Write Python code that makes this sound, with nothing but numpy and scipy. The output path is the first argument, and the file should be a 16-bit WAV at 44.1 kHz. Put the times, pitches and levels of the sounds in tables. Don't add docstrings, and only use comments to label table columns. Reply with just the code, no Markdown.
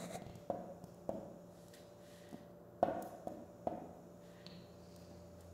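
import sys
import numpy as np
from scipy import signal
from scipy.fft import rfft, irfft, next_fast_len
from scipy.io import wavfile
from scipy.ndimage import uniform_filter1d, map_coordinates

SR = 44100
rng = np.random.default_rng(int(sys.argv[2]) if len(sys.argv) > 2 else 0)


def transcribe(signal):
    frames = np.atleast_2d(signal).T
    limited = np.clip(frames, -1, 1)
    pcm = np.round(limited * 32767).astype(np.int16)
    wavfile.write(sys.argv[1], SR, pcm)


N = 243873
TIME_S = np.arange(N) / SR
HIT_SAMPLES = SR // 4


def amp(db):
    return 10 ** (np.asarray(db) / 20)


def unit_rms(x):
    return x / np.sqrt(np.mean(x ** 2) + 1e-20)


def at_hz(points, hz):
    knots_hz, values = np.transpose(points)
    return np.interp(np.log(hz + 1), np.log(knots_hz + 1), values)


def curves(rows):
    knots_s, *columns = np.transpose(rows)
    return [np.interp(TIME_S, knots_s, column) for column in columns]


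def gate(rows):
    inside = (TIME_S >= rows[0][0]) & (TIME_S <= rows[-1][0])
    return uniform_filter1d(1. * inside, size=400)


def wobble(knots_per_s):
    return map_coordinates(rng.standard_normal(400), [TIME_S * knots_per_s], mode="mirror")


def filtered(x, response):
    n = x.shape[-1]
    padded = next_fast_len(n + 8192)
    hz = np.fft.rfftfreq(padded, 1 / SR)
    return irfft(rfft(x, padded) * response(hz), padded)[..., :n]


def equalised(x, spectrum):
    return filtered(x, lambda hz: amp(at_hz(spectrum, hz)))


def coloured(x, spectrum):
    return unit_rms(equalised(x, spectrum))


def soften(x, corner_hz):
    return filtered(x, lambda hz: 1 / (1 + np.sqrt(2) * 1j * hz / corner_hz - (hz / corner_hz) ** 2))


def add(track, time_s, sound):
    part = track[max(round(time_s * SR), 0):][:len(sound)]
    part += sound[:len(part)]


def decay(t60_s):
    return 1000. ** (-TIME_S[:HIT_SAMPLES] / t60_s)


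def ring(modes):
    t = TIME_S[:HIT_SAMPLES]
    return sum(amp(db) * decay(t60_s) * np.cos(2 * np.pi * hz * t) for hz, t60_s, db in modes)


def click(db):
    return amp(db) * signal.unit_impulse(HIT_SAMPLES, SR // 2000)


def tick(db, centre_hz, t60_s):
    band = lambda hz: 1 / (1 + (hz / centre_hz - centre_hz / (hz + 1)) ** 2 / 2)
    envelope = decay(t60_s) * (1 - decay(t60_s=0.0084))
    crackle = amp(-5) * envelope * rng.standard_normal(HIT_SAMPLES)
    return amp(db) * filtered(click(db=4.5) + crackle, band)


def friction(grain_db):
    sizes = unit_rms(uniform_filter1d(rng.standard_normal(N), size=40))
    return unit_rms(rng.standard_normal(N) * amp(grain_db * sizes))


def swell(start_s, rise_s, fall_s, peakiness=2.47):
    progress = np.interp(TIME_S, np.cumsum([start_s, rise_s, fall_s]), [0, 1, 0])
    return np.sin(np.pi / 2 * progress) ** peakiness


# (frequency [Hz], side over mid [dB])
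DIFFUSE_WIDTH = [(100, -68), (250, -56), (550, -51), (1000, -25.5), (2000, -19), (4000, -13), (8000, -8.5),
                 (13000, -3.5)]


def spread(pair):
    mid, side = pair[0], equalised(pair[1], DIFFUSE_WIDTH)
    return np.array([mid + side, mid - side])


# (frequency [Hz], t60 [s], level [dB])
ROOM_BANDS = [(101, 1.1, 4), (288, 0.89, 11), (703, 0.94, 0), (1810, 1.05, 9), (4850, 0.83, 0),
              (8900, 0.65, -5.5), (16100, 0.15, 9.5)]


def in_room(x, wet_db, gap_s=0.0018, build_s=0.044):
    bands = np.array(ROOM_BANDS)
    hz, frame_s, noise = signal.stft(rng.standard_normal((2, SR + SR // 4)), SR, nperseg=256)
    t60_s = at_hz(bands[:, [0, 1]], hz)[:, None]
    gain = amp(at_hz(bands[:, [0, 2]], hz))[:, None]
    _, tail = signal.istft(noise * 1000. ** (-frame_s / t60_s) * gain, SR, nperseg=256)
    onset = np.clip((TIME_S[:tail.shape[1]] - gap_s) / build_s, 0, 1)
    tail = spread(tail * onset)
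    wet = signal.fftconvolve(x[None], tail / np.linalg.norm(tail[0]), axes=1)[:, :N]
    return x + amp(wet_db) * wet


# (frequency [Hz], gain [dB])
AIR_SPECTRUM = [(20, -19), (50, -14), (90, 1), (180, -0.5), (300, -1.5), (650, -1.5), (850, -9.5),
                (1400, -15), (2200, -33), (4500, -35), (7500, -33.5), (9300, -41.5), (11500, -31.5),
                (15500, -32.5)]
# (frequency [Hz], gain [dB])
HISS_SPECTRUM = [(1500, -29), (2400, -2), (2900, -7), (3300, -10), (3800, -3), (4600, -15), (5600, 1.5),
                 (6300, -7.5), (6750, 8), (7150, -11), (7900, -3), (9300, -16), (9850, -4), (15500, -42)]
# (time [s], level [dB])
HISS_ENVELOPE = [(0, -79.5), (2.25, -80), (2.45, -118), (3, -74.5), (3.3, -80.5), (5.53, -77.5)]


def room_noise():
    hiss_db, = curves(HISS_ENVELOPE)
    air = amp(-61.5) * coloured(spread(rng.standard_normal((2, N))), AIR_SPECTRUM)
    hiss = amp(hiss_db) * coloured(spread(rng.standard_normal((2, N))), HISS_SPECTRUM)
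    return air + hiss


def wavering_tone(hz, waver_db=1.5, waver_rad=0.14):
    gain = np.sqrt(2) * amp(waver_db * wobble(knots_per_s=3.48))
    return gain * np.sin(2 * np.pi * hz * TIME_S + waver_rad * wobble(knots_per_s=5))


# (frequency [Hz], rms level [dB])
HUM_LINES = [(58.4, -80.5), (116.8, -72), (175.2, -63), (350.5, -71.5), (410, -77), (467.2, -76),
             (524, -88), (584, -64)]


def appliance_hum():
    return sum(amp(db) * wavering_tone(hz) for hz, db in HUM_LINES)


# (time [s], level [dB])
DRONE_ENVELOPE = [(0, -96), (4.4, -74.5), (4.9, -67), (5.53, -57.5)]


def drone():
    level_db, = curves(DRONE_ENVELOPE)
    return amp(level_db) * wavering_tone(hz=86.9)


# (start [s], rise [s], fall [s])
SOFT_HISS_SWELL = (4.65, .26, .6)
# (frequency [Hz], gain [dB])
SOFT_HISS_SPECTRUM = [(1000, -12), (2600, -8.5), (3700, -9.5), (4600, 3.5), (5600, -5), (8000, -10),
                      (10000, -18), (15500, -25)]


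def soft_hiss():
    hiss = coloured(friction(grain_db=3.5), SOFT_HISS_SPECTRUM)
    return in_room(amp(-72) * swell(*SOFT_HISS_SWELL) * hiss, wet_db=-4.5)


# (start [s], rise [s], fall [s], level [dB], treble share [dB])
SLIDE_STROKES = [(1.399, .23, 0.27, -72.5, 3.5), (1.724, 0.015, 0.13, -66.5, -6.5),
                 (1.91, .23, 0.23, -66.5, -3), (2.13, 0.16, 0.29, -69.5, -10),
                 (4.17, 0.097, 0.21, -72.5, -5), (4.24, 0.17, .2, -69, -34), (5.34, .07, .09, -75, -3.5)]
# (frequency [Hz], gain [dB])
SLIDE_SPECTRUM = [(820, -32), (1400, -6), (1530, 5), (1750, 3.5), (1870, 10.5), (2180, -4), (2860, -1),
                  (3710, -1.5), (5900, -15), (8140, -21.5), (9190, -29.5), (11100, -25.5), (15500, -44)]


def paper_slides(crossover_hz=8100, treble_exponent=0.21):
    out = np.zeros(N)
    grains = coloured(friction(grain_db=1.5), SLIDE_SPECTRUM)
    for start_s, rise_s, fall_s, db, treble_db in SLIDE_STROKES:
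        grains = np.roll(grains, SR // 2)
        body = filtered(grains, lambda hz: 1 / (1 + (hz / crossover_hz) ** 4))
        treble = grains - body
        speed = swell(start_s, rise_s, fall_s)
        share = np.clip(amp(treble_db) * speed ** treble_exponent, 0, .95)
        out += amp(db) * speed * (np.sqrt(1 - share ** 2) * unit_rms(body) + share * unit_rms(treble))
    return in_room(out, wet_db=-18.5)


def paper_crackles(rate_per_s=8, level_db=-63.5, scatter_db=4):
    out = np.zeros(N)
    for start_s, rise_s, fall_s, *_ in SLIDE_STROKES + [SOFT_HISS_SWELL]:
        length_s = rise_s + fall_s
        for when, size in rng.random((round(rate_per_s * length_s), 2)):
            db = level_db + scatter_db * (2 * size - 1)
            add(out, start_s + when * length_s, tick(db, centre_hz=5500, t60_s=0.03))
    return out


# (time [s], level [dB], centre [Hz], t60 [s])
SNAP_EVENTS = [(0.945, -51, 8900, .017), (1.683, -43, 6850, .012), (1.738, -42, 5400, 0.04),
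               (1.748, -47, 8100, 0.039), (2.289, -47, 7000, .016), (2.311, -44, 7500, .0095),
               (3.024, -32.5, 10200, 0.018), (3.28, -44.5, 8040, 0.017), (4.962, -40.5, 6900, 0.014),
               (5.407, -48, 7200, 0.038)]


def snaps():
    out = np.zeros(N)
    for time_s, db, centre_hz, t60_s in SNAP_EVENTS:
        add(out, time_s, tick(db, centre_hz, t60_s))
    return in_room(out, wet_db=1)


# (time [s], thud level [dB], pitch [Hz], tick centre [Hz], tick level [dB])
BUMP_EVENTS = [(0.046, -45.5, 130, 4000, -56), (.146, -40, 139, 4500, -52), (.220, -38, 174, 3400, -42.5),
               (.265, -37, 128, 3400, -44), (0.297, -40.5, 95, 4000, -47), (0.355, -43, 155, 6260, -43),
               (0.84, -40, 156, 7350, -41.5), (2.329, -39.5, 234, 6000, -46), (2.343, -37, 247, 6000, -57),
               (5.112, -46, 203, 2000, -52)]


def bumps():
    thuds, ticks = np.zeros((2, N))
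    for time_s, thud_db, pitch_hz, tick_hz, tick_db in BUMP_EVENTS:
        thud = ring([(pitch_hz, .04, 0), (330, .03, -9), (680, .03, -2)])
        add(thuds, time_s, amp(thud_db) * soften(thud, corner_hz=510))
        add(ticks, time_s, tick(tick_db, tick_hz, t60_s=.016))
    return in_room(thuds, wet_db=-14.5) + in_room(ticks, wet_db=1)


# (frequency [Hz], gain [dB])
TUBE_RESPONSE = [(200, -14), (900, -4), (1400, -16), (1850, -9.5), (2100, -20), (2500, -5), (2900, -3.5),
                 (3300, -10), (3900, -2), (4450, 2.5), (4900, -17), (6000, -20), (7600, -21), (10000, -36)]


def tube_set_down(time_s=4.4652):
    contact, thud = np.zeros((2, N))
    rattle = amp(-9) * decay(t60_s=0.061) * rng.standard_normal(HIT_SAMPLES)
    add(contact, time_s, amp(-31.5) * (click(db=17.5) + rattle))
    clack = equalised(contact, TUBE_RESPONSE)
    tabletop = ring([(175.3, 0.15, -49), (332, 0.027, -60)])
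    add(thud, time_s, soften(tabletop, corner_hz=500))
    return in_room(clack + thud, wet_db=-4.5)


# (time [s], level [dB])
RUB_ENVELOPE = [(0.0, -48.5), (0.05, -46.5), (0.084, -56.5), (0.156, -42.5), (0.19, -65), (0.2, -85)]
# (frequency [Hz], gain [dB])
RUB_SPECTRUM = [(59, -57), (100, -21), (181, 5.5), (411, -18), (447, -6.5), (697, 0.5), (843, -17.5),
                (917, -14.5), (1760, -20.5), (2040, -15.5), (3120, -32.5), (3850, -16), (5070, -31.5),
                (6950, -19), (15500, -37)]
# (time [s], pitch [Hz], level [dB])
SQUEAK_CONTOUR = [(.1, 640, -47.5), (.138, 680, -61), (.149, 699, -43.5), (.16, 772, -49), (.178, 723, -49),
                  (.19, 750, -78)]


def glue_rub(pitch_jitter=0.024):
    scrape_db, = curves(RUB_ENVELOPE)
    scrape = amp(scrape_db) * gate(RUB_ENVELOPE) * coloured(friction(grain_db=0.5), RUB_SPECTRUM)
    pitch_hz, squeak_db = curves(SQUEAK_CONTOUR)
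    pitch_hz *= 1 + pitch_jitter * wobble(knots_per_s=240)
    phase = 2 * np.pi * np.cumsum(pitch_hz) / SR
    squeak = amp(squeak_db) * gate(SQUEAK_CONTOUR) * np.sin(phase)
    return in_room(scrape + squeak, wet_db=-15)


# (frequency [Hz], t60 [s], struck near [dB], struck far [dB], polarity [+/-1])
TABLETOP_MODES = [(93, 0.18, -23, -38.5, 1), (205.4, 0.11, -10.5, -44, 1), (240, 0.068, -12.5, -17, 1),
                  (320.2, 0.048, -6, -15.5, 1), (553.3, 0.049, 10, -14, 1), (686, 0.0073, 9, 12, 1),
                  (638.2, 0.11, -1.5, -6.5, 1), (738.6, 0.049, 6.5, 4.5, -1), (966, 0.011, 7.5, 4, -1),
                  (1094, 0.056, -4, -23, -1), (1234, 0.045, -4.5, -12.5, 1)]
# (frequency [Hz], gain [dB])
UPPER_MODE_SPECTRUM = [(300, -22), (700, 10), (880, 1.5), (1100, -8), (1400, -1), (2200, -6), (3500, 0.5),
                       (5000, -5), (12000, -6.5)]


def tabletop_knock(corner_hz, place, upper_db):
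    low = sum(np.sign(polarity) * ring([(hz, t60_s, near_db + place * (far_db - near_db))])
              for hz, t60_s, near_db, far_db, polarity in TABLETOP_MODES)
    low = filtered(low, lambda hz: 1 / (1 + 1j * hz / corner_hz))
    dense_modes = coloured(rng.standard_normal(HIT_SAMPLES), UPPER_MODE_SPECTRUM)
    upper = amp(upper_db) * decay(t60_s=0.16) * dense_modes
    return soften(low + upper, corner_hz)


# (time [s], knock level [dB], contact corner [Hz], place [0 near - 1 far],
# upper modes [dB], tick level [dB])
DAB_EVENTS = [(0.5003, -30.5, 605, 0.092, -4, -49.5), (1.0918, -29.5, 477, 0.058, -3, -41),
              (2.828, -22, 724, 0.36, -2.5, -40.5), (3.2713, -26, 464, 0.65, -6.5, -47.5),
              (3.6707, -22, 562, 1, -8.5, -49)]


def glue_dabs(bass_cut_hz=35):
    knocks, ticks = np.zeros((2, N)), np.zeros(N)
    for time_s, knock_db, corner_hz, place, upper_db, tick_db in DAB_EVENTS:
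        knock = np.zeros(N)
        add(knock, time_s, -amp(knock_db) * tabletop_knock(corner_hz, place, upper_db))
        knocks += in_room(knock, wet_db=-6.5)
        add(ticks, time_s, tick(tick_db, centre_hz=6760, t60_s=0.015))
    radiated = filtered(knocks, lambda hz: (1j * hz / (1j * hz + bass_cut_hz)) ** 2)
    return radiated + in_room(ticks, wet_db=1)


def scene():
    background = room_noise() + appliance_hum() + drone() + soft_hiss()
    paper = paper_slides() + paper_crackles() + snaps()
    glue_stick = bumps() + tube_set_down() + glue_rub() + glue_dabs()
    return background + paper + glue_stick


def record(dry, band_limit_hz=15700):
    return filtered(dry, lambda hz: hz < band_limit_hz)


dry = scene()
out = record(dry)
transcribe(out)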